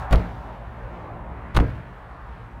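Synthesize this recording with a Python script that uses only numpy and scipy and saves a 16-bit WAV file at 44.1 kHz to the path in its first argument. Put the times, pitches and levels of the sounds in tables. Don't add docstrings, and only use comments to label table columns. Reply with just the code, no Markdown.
import sys
import numpy as np
from scipy import signal
from scipy.fft import rfft, irfft
from scipy.io import wavfile
from scipy.ndimage import uniform_filter1d

SR = 44100
rng = np.random.default_rng(int(sys.argv[2]) if len(sys.argv) > 2 else 0)


def persist_wave(psi):
    counts = np.round(np.clip(psi, -1, 1) * 32767).astype(np.int16)
    wavfile.write(sys.argv[1], SR, np.atleast_2d(counts).T)


N = 114660
T = np.arange(N) / SR
FILTER_HZ = np.linspace(0, SR / 2, 513)
DOUBLE_S = .017415


def gain(db):
    return 10 ** (np.asarray(db) / 20)


def unit(x):
    return x / np.sqrt(np.mean(x ** 2))


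def look_up(hz, table, column=1):
    table = np.array(table, float)
    return np.interp(np.log(np.maximum(hz, 1)), np.log(table[:, 0]), table[:, column])


def add(out, start, x):
    i = int(start * SR)
    out[i:i + len(x)] += x[:N - i]


def octaves(hz):
    return np.log2(np.maximum(hz, 200) / 1500)


def coloured_click(db):
    cepstrum = irfft(db * np.log(10) / 20)
    half = len(cepstrum) // 2
    cepstrum[1:half] *= 2
    cepstrum[half + 1:] = 0
    return irfft(np.exp(rfft(cepstrum)))


def fade(age, fade_s):
    return np.exp(-np.log(1000) * age / fade_s)


def struck_tones(table, seconds):
    t = T[:int(seconds * SR)]
    return sum(gain(db) * np.sin(2 * np.pi * hz * t) * fade(t, fade_s) for hz, db, fade_s in table)


def noise_bands(colour):
    hz = np.arange(N // 2 + 1) * SR / N
    shape = gain(look_up(hz, colour)) * hz ** 2 / (hz ** 2 + 20 ** 2)
    spectrum = rfft(rng.standard_normal(N)) * unit(shape)
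    centres = 25 * 2 ** (np.arange(20) / 2)
    return [(f, irfft(spectrum * np.maximum(1 - 2 * abs(np.log2((hz + 1) / f)), 0), N)) for f in centres]


def wander(per_s):
    hold = int(SR / per_s)
    steps = np.repeat(rng.standard_normal(N // hold + 1), hold)
    return unit(uniform_filter1d(uniform_filter1d(steps, hold), hold)[:N])


def doubled(x, early_db):
    return x + gain(early_db) * np.roll(x, -round(DOUBLE_S * SR))


# f/Hz, level/dB
ROAD_COLOUR = [(20, -3), (38, 2.5), (57, 4), (80, -1), (115, -3), (172, -8.5), (230, -12), (345, -15),
               (460, -14.5), (690, -12), (920, -11.5), (1260, -16), (1800, -21.5), (2300, -28.5),
               (3000, -36), (4000, -43.5), (5000, -51), (6500, -55), (9000, -57.5), (15000, -62.5)]
ROAD_RANGES = [100, 350, 680, 1100, 2000, 4000]
# t/s, then level/dB for each of the six ranges
ROAD_SWELLS = [(0, 7, 3, 7, 11, 4, 16), (.08, 3.5, 1, 12.5, 10, 7.5, 4.5), (.36, 7, -2.5, 5, 2, -2, 5),
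               (.5, -1.5, 3.5, 4, 3.5, -0.5, 4), (.63, 1, -2.5, 2, -1.5, -1, 2),
               (.82, 3.5, 1.5, 1, 1, 4.5, 2.5), (1.0, 1, 6.5, 5, 3.5, 1, 2.5),
               (1.23, 5, 3.5, 6, 1.5, -2, -1.5), (1.48, 3.5, 4.5, 0, 2, 4, 0), (1.75, 7, 0, -5, -2, 2.5, 1),
               (2.0, -1.5, -3, -3.5, -1.5, -0.5, 1.5), (2.2, 0, -3, -5.5, 2.5, -2.5, 0),
               (2.33, 0.5, -2.5, -4, 1.5, 0.5, 1.5), (2.6, 1, -3, -4, -3.5, -2, 0)]


def road(level_db=-40, flicker_db=1.0):
    swells = np.array(ROAD_SWELLS)
    out = np.zeros(N)
    for hz, band in noise_bands(ROAD_COLOUR):
        band_db = [np.interp(np.log(hz), np.log(ROAD_RANGES), row) for row in swells[:, 1:]]
        swell_db = np.interp(T, swells[:, 0], band_db)
        out += doubled(band, early_db=-3.5) * gain(level_db + swell_db + flicker_db * wander(per_s=8.68))
    return out


# t/s, level/dB, brightness/(dB per octave), tail length/s, resonance f/Hz
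CONTACTS = [(.1268, -10, 4.5, 0.0042, 4230), (.1308, -1, -5, 0.0038, 1490), (.1336, -5.5, -1.5, 0.005, 810),
            (.1412, -5, -10.5, 0.0041, 590), (.1493, -8, -10, 0.0014, 1080), (.1520, -31, 4, 0.0022, 11500),
            (.1575, -12, 2, 0.0033, 2920), (1.5628, -16, 4.5, 0.0071, 2600), (1.5668, -3, 1, 0.0012, 3600),
            (1.5709, 2, -2, 0.002, 1330), (1.5730, -2.5, -7, 0.001, 1210), (1.5748, -7, -1, .001, 780),
            (1.5783, -13.5, -13, 0.00077, 980), (1.5893, -5.5, -5.5, 0.00064, 810),
            (1.6003, -6.5, -2, 0.0056, 2030), (1.6060, -14.5, -8.5, .004, 960)]
# f/Hz, level/dB
CONTACT_COLOUR = [(150, -2.5), (400, -4.5), (750, 3), (1300, 2), (2200, 0), (2900, -4), (4500, -11),
                  (6500, -19), (10000, -23.5), (16000, -37)]
# f/Hz, level/dB, fade time/s
STEEL_TONES = [(757, -31, .03), (940, -52, 0.049), (1297, -21, 0.017), (1520, -16, 0.0097),
               (1980, -52, .02), (3080, -35, 0.025)]


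def clatter(level_db=4.5, grit_db=3, resonance_db=4.5, resonance_octaves=0.28):
    out, t = np.zeros(N), T[:2048]
    for start, db, brightness, tail_s, resonance_hz in CONTACTS:
        force = rng.standard_normal(len(t)) * np.sqrt(t) * np.exp(-2 * t / tail_s)
        force *= gain(grit_db) / np.linalg.norm(force)
        force[SR // 2500] += 1
        distance = (octaves(FILTER_HZ) - octaves(resonance_hz)) / resonance_octaves
        colour_db = look_up(FILTER_HZ, CONTACT_COLOUR) + brightness * octaves(FILTER_HZ)
        colour_db += resonance_db * np.exp(-distance ** 2)
        add(out, start, gain(level_db + db) * np.convolve(force, coloured_click(colour_db)))
    steel = signal.fftconvolve(out, struck_tones(STEEL_TONES, seconds=.1))[:N]
    return out + steel / 10


def push(length_s):
    t = T[:N // 20]
    pulse = t * np.exp(-2 * np.pi * t / length_s)
    return pulse / pulse.sum()


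# t/s, level/dB, push length/s, wait for rebound/s, rebound level/dB, rebound length/s
KNOCKS = [(.1095, 2.5, 0.006, .0315, 3, 0.0041), (1.5475, -3, 0.0038, .0325, 4, 0.0055)]
# f/Hz, level/dB, fade time/s
CAB_TONES = [(47.3, -19.5, 0.22), (59.3, -9, 0.16), (106.6, -26, 0.46), (127.3, -26, 0.85),
             (179.2, -25, 0.405), (232, -34.5, 0.23), (297, -20, 0.17), (399, -38, 0.9), (457, -37, 0.27),
             (490, -32, 0.17), (627, -23, 0.42), (787, -31, 0.32)]


def boom(level_db=-1):
    force = np.zeros(N)
    for start, db, push_s, wait_s, rebound_db, rebound_s in KNOCKS:
        arrival = start + DOUBLE_S
        add(force, arrival, -gain(db) * push(push_s))
        add(force, arrival + wait_s, gain(rebound_db) * push(rebound_s))
    return signal.fftconvolve(force, struck_tones(CAB_TONES, seconds=1))[:N] * gain(level_db)


# t/s, level/dB
SHUDDERS = [(0.127, -1.5), (1.596, 2)]
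# f/Hz, level/dB
SHUDDER_COLOUR = [(90, -8), (180, -1.5), (300, -2), (500, -5), (800, -17), (1300, -13.5), (3000, -50),
                  (16000, -67)]


def shudder(level_db=-21, rise_s=0.0075, fade_s=0.2):
    noise = sum(band for hz, band in noise_bands(SHUDDER_COLOUR))
    loudness = np.zeros(N)
    for start, db in SHUDDERS:
        age = np.maximum(T - start, 0)
        loudness += gain(level_db + db) * (1 - np.exp(-age / rise_s)) * fade(age, fade_s)
    return noise * loudness


# t/s, level/dB, brightness/(dB per octave)
RINGS = [(.131, 2.5, -1.5), (1.573, -0.5, -3.5)]
# f/Hz, level/dB, fade time/s
RING_BANDS = [(40, -3.5, 0.66), (110, 1, 0.41), (256, -5.5, 0.48), (500, -4.5, .35), (960, -17.5, 0.29),
              (2080, -23.5, 0.72), (3860, -36, 0.68), (7700, -51.5, 0.67), (16000, -54, 0.9)]


def ringing(level_db=-26, rise_s=0.019):
    out = np.zeros(N)
    for hz, band in noise_bands(RING_BANDS):
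        for start, db, brightness in RINGS:
            age = np.maximum(T - start, 0)
            loudness = (1 - np.exp(-age / rise_s)) * fade(age, look_up(hz, RING_BANDS, column=2))
            out += band * gain(level_db + db + brightness * octaves(hz)) * loudness
    return out


# middle t/s, level/dB, half length/s
BUZZES = [(0.132, -28, 0.011), (0.172, -47.5, 0.038), (1.572, -25, 0.0076), (1.603, -39, 0.011),
          (1.688, -53, 0.1)]
# f/Hz, level/dB
BUZZ_COLOUR = [(300, -9), (1000, 5.5), (2500, -3.5), (4500, -12.5), (7000, -24.5), (15000, -28)]


def buzz(clicks_per_s=1500, spread_db=3.5):
    clicks = (rng.random(N) < clicks_per_s / SR) * rng.choice([-1, 1], N)
    strengths = gain(spread_db * rng.standard_normal(N))
    one_click = coloured_click(look_up(FILTER_HZ, BUZZ_COLOUR))
    loudness = sum(gain(db) * np.exp(-((T - middle) / half_s) ** 2) for middle, db, half_s in BUZZES)
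    return unit(signal.fftconvolve(clicks * strengths, one_click)[:N]) * loudness


def overload(x, ceiling):
    return x / (1 + (x / ceiling) ** 6) ** (1 / 6)


def scene():
    body = overload(boom() + shudder() + ringing(), ceiling=.25)
    clicks = clatter() + buzz()
    return (doubled(clicks, early_db=-13.5) + doubled(body, early_db=-3.5) + road())[None]


def record(dry, top_hz=15750):
    treble_cut = signal.ellip(10, .1, 80, top_hz, fs=SR, output="sos")
    return signal.sosfilt(treble_cut, overload(dry, ceiling=.72))


dry = scene()
out = record(dry)
persist_wave(out)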